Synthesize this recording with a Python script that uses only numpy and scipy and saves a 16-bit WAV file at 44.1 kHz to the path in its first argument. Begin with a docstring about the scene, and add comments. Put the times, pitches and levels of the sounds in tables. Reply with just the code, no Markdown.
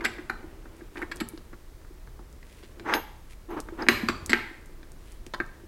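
"""A short scrape and a flurry of steel knocks, close by: hands work a big gear and a small pinion into mesh.
Teeth clack and chatter, ringing the cast housing and thudding in its stand; the pinion pings, tips tick.
The big gear grinds along its shaft in tiny slips and chimes faintly, shorter when a palm lies on it.
Hands rumble, bump and rub on the metal. The workshop answers the harder knocks over a low hush of air."""
import sys
import numpy as np
from scipy import signal
from scipy.fft import rfft, irfft, next_fast_len
from scipy.io import wavfile

SR = 44100
rng = np.random.default_rng(int(sys.argv[2]) if len(sys.argv) > 2 else 0)


def unload_wav(signal):
    """Save mono or channel-first audio to the path in sys.argv[1] as 16-bit WAV at rate SR, clipped to [-1, 1]."""
    wavfile.write(
        sys.argv[1],
        SR,
        np.round(np.clip(np.atleast_2d(signal).T, -1, 1) * 32767).astype(np.int16),
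    )


N = 250047
TIME = np.arange(N) / SR
BLOW = TIME[:SR // 2]   # time since a contact [s]

# modes of the housing's walls (frequency [Hz], level [dB], t60 [s])
HOUSING_MODES = [(752, 1, 0.23), (922, 12.5, 0.029), (1020, -3, 0.14), (1122, 2.5, 0.053),
                 (1182, 7.5, 0.0086), (1370, -16, 0.084), (1596, 5.5, 0.056), (1842, -7.5, 0.069),
                 (2310, -36, 0.048), (2217, 9, 0.019), (2780, -6, 0.15), (3070, -12, 0.062),
                 (3920, 13, 0.026), (4094, 11, 0.042), (4850, 3, 0.034), (5500, -18, .04)]
# modes of the big gear (frequency [Hz], level [dB], t60 [s])
GEAR_MODES = [(6385, 8.5, 0.16), (6470, -6.5, 0.4), (10300, -2, 0.13), (10130, -13, 0.4), (12305, -1, 0.47),
              (12330, -9, 0.43), (13980, -18, .35), (14545, -23, .3)]


def from_db(db):
    """Decibels to gain."""
    return 10 ** (np.asarray(db) / 20)


def rms_one(x, span_s=None):
    """Scale to rms 1, judged over the first span_s if given."""
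    head = x if span_s is None else x[:int(span_s * SR)]
    return x / np.sqrt(np.mean(head ** 2) + 1e-20)


def unit(x):
    """Scale to energy 1."""
    return x / np.sqrt(np.sum(x ** 2) + 1e-20)


def add(track, s, sound):
    """Mix a sound in at time s."""
    at = max(int(s * SR), 0)
    track[at:at + len(sound)] += sound[:N - at]


def through(x, response):
    """Play x through an impulse response."""
    return signal.fftconvolve(x, response)[:len(x)]


def colour(x, spectrum):
    """Shape x with an EQ curve, rolled off below its first point; rms 1."""
    hz, db = np.transpose(spectrum)
    grid = np.fft.rfftfreq(next_fast_len(len(x)) * 2, 1 / SR) + 1
    gain = from_db(np.interp(np.log(grid), np.log(hz), db)) * np.minimum(grid / hz[0], 1) ** 2
    return rms_one(irfft(rfft(x, 2 * len(grid) - 2) * gain)[:len(x)])


def band(x, low_hz, high_hz, order=4):
    """Keep the band between two edges."""
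    sos = signal.butter(order, [low_hz, min(high_hz, .45 * SR)], "band", fs=SR, output="sos")
    return signal.sosfilt(sos, x + 1e-18)


def resonate(x, hz, width_hz):
    """A two-pole resonance."""
    r = np.exp(-np.pi * width_hz / SR)
    feedback = [1, -2 * r * np.cos(2 * np.pi * hz / SR), r * r]
    return signal.lfilter([(1 - r * r) / 2, 0, (r * r - 1) / 2], feedback, x + 1e-18)


def fade(t60, t=BLOW):
    """Exponential decay, 60 dB down after t60 seconds."""
    return np.exp(-np.log(1000) * t / max(t60, 1e-4))


def ring(modes, tilt_db=0):
    """Struck modes, tilted by tilt_db per octave; each blow lands elsewhere and shifts their balance."""
    chance = rng.standard_normal((len(modes), 2))
    out = 0
    for (hz, db, t60), (stray, polarity) in zip(modes, chance):
        gain = from_db(db + 2 * stray + tilt_db * np.log2(hz / modes[0][0])) * np.sign(polarity)
        out += gain * fade(t60) * np.sin(2 * np.pi * hz * BLOW)
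    return unit(out)


def rattle(t60):
    """A crowd of close modes dying together."""
    return unit(rng.standard_normal(len(BLOW)) * fade(t60))


def pulse(hz, width_hz):
    """A contact: damped cycles that swell and die, briefer as the band widens."""
    return unit(resonate(resonate(signal.unit_impulse(len(BLOW)), hz, width_hz), hz, width_hz))


def grains(per_s, spread_db):
    """Tiny slips at random moments, their sizes scattered by spread_db."""
    return (rng.random(N) < per_s / SR) * rng.choice([-1, 1], N) * from_db(spread_db * rng.standard_normal(N))


def arch(s, length_s, power):
    """A movement of the hand speeds up and slows down again."""
    phase = np.clip((TIME - s) / length_s, 0, 1)
    return np.sin(np.pi * phase) ** power


def gear_slide():
    """The bore drags over the shaft in many small slips; the casing drones and the gear sings faintly."""
    # pushes along the shaft (start [s], length [s], grind level [dB], drone level [dB])
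    strokes = [(0, 0.053, -42.5, -42), (0.947, 0.13, -45, -43), (2.84, 0.12, -29, -38),
               (2.901, 0.11, -28, -35.5), (3.483, 0.09, -44.5, -34.5), (3.561, 0.051, -41, -33.5),
               (3.768, 0.096, -35.5, -33.5)]
    # tone of the grinding bore and of the droning casing (frequency [Hz], level [dB])
    grind_eq = [(450, -3), (650, -9), (950, -0.5), (1300, -4), (1750, -3.5), (2300, -14.5), (3200, -28.5),
                (5000, -32), (9000, -45), (16000, -50)]
    drone_eq = [(120, -19), (210, -12.5), (290, 0.5), (340, 7), (420, -3.5), (560, -14.5), (1000, -10),
                (1800, -25), (3000, -29), (6000, -52)]
    drag = sum(from_db(db) * arch(s, length_s, power=1.8) for s, length_s, db, _ in strokes)
    shake = sum(from_db(db) * arch(s, length_s, power=0.8) for s, length_s, _, db in strokes)
    slips = grains(7000, spread_db=2.5)
    walls = through(slips, ring(HOUSING_MODES))
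    grind = colour(slips, grind_eq) + from_db(-8.5) * colour(walls, grind_eq)
    drone = colour(grains(4000, spread_db=2.5), drone_eq)
    # firm dragging wakes the gear's lowest modes and chokes its highest
    loose = 1 / (1 + (drag / from_db(-32.5)) ** 2)
    low_song = through(drag * rms_one(slips), ring(GEAR_MODES, tilt_db=-18))
    high_song = through(loose * shake * rms_one(slips), ring(GEAR_MODES, tilt_db=16))
    return drag * grind + shake * drone + from_db(-28) * low_song + from_db(-39) * high_song


def hands():
    """Fingers nudge the casing into a rumble and skin rubs over oily steel."""
    # swell of the rumble under the grip (time [s], relative level [dB])
    grip = [(0.0, -46.5), (0.12, -51), (0.98, -57), (1.2, -50.5), (1.37, -63.5), (2.59, -64), (2.91, -48),
            (3.14, -69), (3.38, -68), (3.92, -42), (4.56, -59.5), (5.26, -63), (5.54, -59.5), (5.67, -60)]
    # strokes of skin on steel (start [s], length [s], level [dB])
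    rubs = [(.74, 0.11, -65.5), (0.922, 0.15, -57), (2.397, 0.35, -60.5), (3.29, 0.055, -54),
            (4.97, 0.23, -61)]
    # tone of the rumbling casing and of the rubbing skin (frequency [Hz], level [dB])
    rumble_eq = [(120, -43.5), (210, -8.5), (290, -7.5), (340, 0.5), (410, -8), (520, -15.5), (1000, -19.5),
                 (1700, -24), (3000, -30), (6000, -55)]
    skin_eq = [(1000, -7), (2000, 8.5), (3500, 3), (6000, -3.5), (10000, -1.5), (16000, -21)]
    grip_db = np.interp(TIME, *np.transpose(grip))
    rumble = from_db(grip_db + 1.5) * colour(grains(900, spread_db=0), rumble_eq)
    rubbing = sum(from_db(db) * arch(s, length_s, power=.9) for s, length_s, db in rubs)
    return rumble + rubbing * colour(grains(2700, spread_db=6.5), skin_eq)


def still_air():
    """The workshop's steady, bass-heavy hush."""
    # room tone (frequency [Hz], level [dB])
    air_eq = [(12, -68), (20, 8), (65, -4), (138, -14), (216, -21.5), (357, -20), (624, -26), (738, -32),
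              (873, -29), (1290, -30.5), (1440, -32.5), (1860, -32.5), (2750, -38), (3740, -38),
              (16000, -44)]
    return from_db(-45.5) * colour(rng.standard_normal(N), air_eq)


def chatter(length_s, skips):
    """A clean blow is one touch; a glancing one skips several times within length_s."""
    touches = signal.unit_impulse(len(BLOW))
    jitter = rng.random(skips)
    sizes = rng.uniform(1.0, 1.3, skips) * rng.choice([-1, 1], skips)
    if length_s > .001:
        skip_s = (np.arange(skips) + jitter) / skips * length_s
        touches[(skip_s * SR).astype(int) + 1] = sizes
    return touches


def strike(touches, hz, width_hz, modes_db, crowd_db, crowd_t60):
    """Contact pulses and the housing ringing after them."""
    contact = unit(through(touches, pulse(hz, width_hz)))
    modes = unit(through(contact, ring(HOUSING_MODES)))
    crowd = unit(through(contact, rattle(crowd_t60)))
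    return contact + from_db(modes_db) * modes + from_db(crowd_db) * crowd


def palm_on_gear(s):
    """Whether a palm muffles the big gear at time s."""
    # spells under the palm (start [s], end [s])
    holds = [(.7, 1.08), (1.7, 3.75), (4.7, 5.67)]
    return any(start <= s < end for start, end in holds)


def tooth_knocks():
    """Steel teeth collide with a clack, a bite, a crack and a thud; returns direct sound and room send."""
    # tooth on tooth (time [s], clack level [dB], pitch [Hz], bandwidth [Hz],
    # hardness as bite over clack [dB], weight as thud over clack [dB], chatter length [s])
    blows = [(.007, -38, 1780, 1200, -18, -18, .0056), (.041, -32.5, 1380, 1800, -12, -7.5, 0.006),
             (0.0471, -25.5, 1620, 1800, -5.5, -14, 0.0072), (0.0531, -20.5, 1700, 1720, -33, -19, 0.0038),
             (.06, -29.5, 2150, 1200, -10, -16.5, 0.0024), (.183, -43, 1530, 1500, -30, 0, 0.012),
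             (.297, -25, 1400, 905, -17.5, -15, .0038), (.656, -50, 1330, 1200, -27, 1, 0.0049),
             (.807, -51.5, 1530, 1200, -26, -1, .0061), (0.957, -41, 1510, 1400, -30, -8, .01),
             (0.971, -41, 1880, 1500, -13, -4.5, 0.012), (1.018, -32, 1700, 600, -23, -11.5, 0.013),
             (1.115, -32, 1740, 940, -10.5, -12.5, 0.0074), (1.202, -35, 1970, 1800, -3, -7, .0077),
             (1.209, -33, 1490, 1600, -24, -3.5, .007), (1.376, -53, 1310, 1800, 2, 6.5, 0),
             (1.53, -49.5, 1490, 1200, -19, 2.5, 0.012), (1.816, -61, 1500, 1500, -12, -10, 0),
             (1.848, -55.5, 1340, 1400, -22, -21, 0), (2.074, -52, 1210, 1800, -13, -10, 0.00071),
             (2.192, -48.5, 845, 1400, -30, -0.5, 0.00087), (2.428, -51, 1840, 1400, -13, -23, 0.0028),
             (2.629, -56, 1850, 1800, -2.5, 6, 0.022), (2.797, -46.5, 1710, 1800, -5, -1, 0),
             (2.895, -29, 1490, 1400, -23, -13, .0047), (2.926, -26, 1270, 1100, -23, -9, 0.013),
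             (2.938, -22, 2180, 1800, -11, -14, 0), (2.948, -41, 1860, 1800, 2.5, 4, 0.0066),
             (3.569, -36.5, 1050, 1200, -24.5, -6, .0095), (3.686, -41.5, 1390, 1400, -22.5, -3, 0.0037),
             (3.825, -40, 1510, 1500, -11, 2, 0.0096), (3.867, -35.5, 1750, 1000, -23.5, -0.5, 0.0005),
             (3.8862, -9, 1846, 1700, -11.5, -12, 0), (4.086, -21, 1670, 1300, -8, -11, 0.0027),
             (4.093, -31.5, 1660, 1200, -7.5, -0.5, .012), (4.295, -29, 1790, 1700, -7, -7.5, 0.013),
             (4.318, -32.5, 1770, 1600, -5.5, -5, .0032), (4.3319, -12.5, 1900, 1113, -17, -13, 0),
             (4.83, -52.5, 1910, 900, -7, -11, 0.0015), (5.265, -51, 2070, 2200, -6, 5, 0),
             (5.337, -33, 1230, 1500, -6, -7.5, 0.01), (5.4013, -24, 1500, 810, -27, -7.5, 0.0032)]
    # low modes of the casing on its stand (frequency [Hz], level [dB], t60 [s])
    casing_modes = [(55, -29, .6), (225, 0, 0.083), (278, -8, 0.09), (347.2, 1, 0.087), (393.5, -9.5, 0.12),
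                    (423, -6.5, 0.044)]
    direct, send = np.zeros(N), np.zeros(N)
    attack_s, swing_s = .008, .02
    for s, clack_db, hz, width_hz, hardness_db, weight_db, chatter_s in blows:
        # against a usual knock of -30 dB and 1500 Hz width: hard, brief ones crack, strong ones fill the room
        force_db, briefness = clack_db + 30, np.log2(width_hz / 1500)
        crack_db = -12.5 + 0.83 * hardness_db + 4.5 * briefness
        send_db = -10 + 0.12 * force_db - briefness - 3 * palm_on_gear(s)
        touches = chatter(chatter_s, skips=4)
        clack = strike(touches, hz, width_hz, modes_db=-7, crowd_db=-6.5, crowd_t60=0.09)
        clack = band(clack, 320, 1.52 * hz)   # the time the faces stay in touch sets the top edge
        bite = strike(touches, 2470, width_hz=6300, modes_db=-12, crowd_db=-1, crowd_t60=0.038)
        bite = band(bite, 2750, 5300)
        crack = through(touches, pulse(6460, width_hz=3100) + from_db(6) * rattle(.035))
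        crack = resonate(band(crack, 4400, 21000), 5960, width_hz=5600)
        thud = through(pulse(222, width_hz=525), ring(casing_modes) + from_db(11.5) * rattle(0.041))
        knock = from_db(clack_db) * (rms_one(clack, attack_s)
                                     + from_db(hardness_db) * rms_one(bite, attack_s)
                                     + from_db(crack_db) * rms_one(crack, attack_s)
                                     + from_db(weight_db) * rms_one(thud, swing_s))
        add(direct, s, knock)
        add(send, s, from_db(send_db) * knock)
    return direct, send


def workshop(x, build_s):
    """Diffuse reflections build up and die away, soonest at the very top."""
    # the room's reverb (frequency [Hz], level [dB], t60 [s])
    reverb = [(100, 23, 0.55), (301, -13, 0.35), (737, 11, 0.45), (1760, -11.5, 0.74), (3030, 4.5, 0.48),
              (5130, -4.5, 0.6), (8000, 1, 0.75), (16200, 4, 0.12)]
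    hz, db, t60 = np.transpose(reverb)
    t, edges_hz = TIME[:SR], np.geomspace(70, 18000, 13)
    tail = 0
    for low, high in zip(edges_hz, edges_hz[1:]):
        reflections = band(rng.standard_normal(SR), low, high, order=2)
        log_centre = np.log(low * high) / 2
        gain = from_db(np.interp(log_centre, np.log(hz), db))
        tail += reflections * gain * fade(np.interp(log_centre, np.log(hz), t60), t)
    onset = 1 - np.exp(-(t / build_s) ** 2)
    return through(x, unit(tail * onset))


def pings_and_chimes():
    """The pinion pings briefly; the big gear's paired modes beat as they die. A palm shortens both."""
    # blows that ring the pinion and the big gear (time [s], level [dB], tilt [dB/octave])
    pings = [(.049, -36.5, -5), (.297, -53.5, 9), (1.018, -57, 16), (1.115, -53, -10), (1.204, -42, 0),
             (4.086, -43.5, -6), (4.296, -36.5, -14), (5.338, -72, -6)]
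    chimes = [(2.938, -36, 6), (3.505, -59, 14), (3.603, -60.5, 8.5), (3.886, -38, 6), (4.332, -53, 7)]
    # modes of the pinion (frequency [Hz], level [dB], t60 [s])
    pinion_modes = [(7450, -13, 0.19), (7660, 0, 0.075), (7910, -10, 0.15), (10830, -3.5, 0.064),
                    (11530, -2.5, 0.047), (11740, -4, 0.069)]
    out = np.zeros(N)
    for blows, modes in (chimes, GEAR_MODES), (pings, pinion_modes):
        for s, db, tilt_db in blows:
            damping = fade(t60=0.7) if palm_on_gear(s) else 1
            add(out, s, from_db(db) * rms_one(ring(modes, tilt_db) * damping, span_s=.008))
    return out


def palm_bumps():
    """Each cushioned bump wakes a single low resonance of the casing or its stand."""
    # soft bumps (time [s], pitch [Hz], peak level [dB])
    bumps = [(.189, 318, -32), (0.442, 326, -35), (.819, 345, -37), (1.031, 318, -31), (1.212, 310, -23.5),
             (1.212, 208, -27), (1.236, 232, -38), (1.337, 313, -33.5), (1.347, 338, -38),
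             (1.909, 323, -43.5), (2.81, 353, -42), (3.725, 342, -31.5), (3.915, 77.5, -35),
             (3.962, 85, -35), (4.035, 220, -20.5), (4.062, 235, -31), (4.094, 223, -38), (4.104, 65, -37),
             (4.228, 59, -34), (4.307, 248, -23.5), (4.511, 323, -40), (5.638, 335, -40.5)]
    out = np.zeros(N)
    for s, hz, db in bumps:
        bump = pulse(hz, width_hz=75)
        add(out, s - .002, from_db(db) * bump / np.abs(bump).max())
    return out


def tip_ticks():
    """Tooth tips touch too lightly to wake the housing."""
    # light touches (time [s], pitch [Hz], level [dB])
    ticks = [(0.767, 5900, -57), (1.1594, 8300, -45), (1.1625, 7300, -46), (1.17, 5300, -44.5),
             (1.288, 10300, -34.5), (2.328, 6800, -54), (3.603, 5740, -35), (4.2615, 6750, -31),
             (4.6595, 8500, -52), (4.919, 7100, -49), (5.1212, 7700, -49), (5.266, 5800, -44.5),
             (5.464, 5240, -55.5)]
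    out = np.zeros(N)
    for s, hz, db in ticks:
        contact = pulse(hz, width_hz=7200)
        snap = from_db(-13) * unit(through(contact, rattle(0.0064)))
        tail = from_db(-6) * unit(through(contact, rattle(0.063)))
        add(out, s, from_db(db) * rms_one(contact + snap + tail, span_s=0.0018))
    return out


def edge_tinks():
    """A tooth edge catches and sounds one short, bright resonance."""
    # catches (time [s], pitch [Hz], peak level [dB])
    tinks = [(2.939, 5040, -21.5), (3.8225, 4950, -29)]
    out = np.zeros(N)
    for s, hz, db in tinks:
        tink = pulse(hz, width_hz=360)
        add(out, s, from_db(db) * tink / np.abs(tink).max())
    return out


def scene():
    """Knocks, light contacts and friction, with their reverb and the still air, in mono."""
    knocks, knock_send = tooth_knocks()
    light = tip_ticks() + palm_bumps() + edge_tinks() + pings_and_chimes()
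    friction = gear_slide() + hands()
    room = workshop(knock_send + from_db(-17.5) * light + from_db(-15.5) * friction, build_s=0.01)
    return (knocks + light + friction + room + still_air())[None]


def record(dry):
    """Soft saturation rounds the highest peaks; a steep low-pass cuts the top at 16 kHz."""
    return signal.sosfilt(signal.ellip(10, .2, 70, 16000, fs=SR, output="sos"), np.tanh(dry))


dry = scene()
out = record(dry)
unload_wav(out)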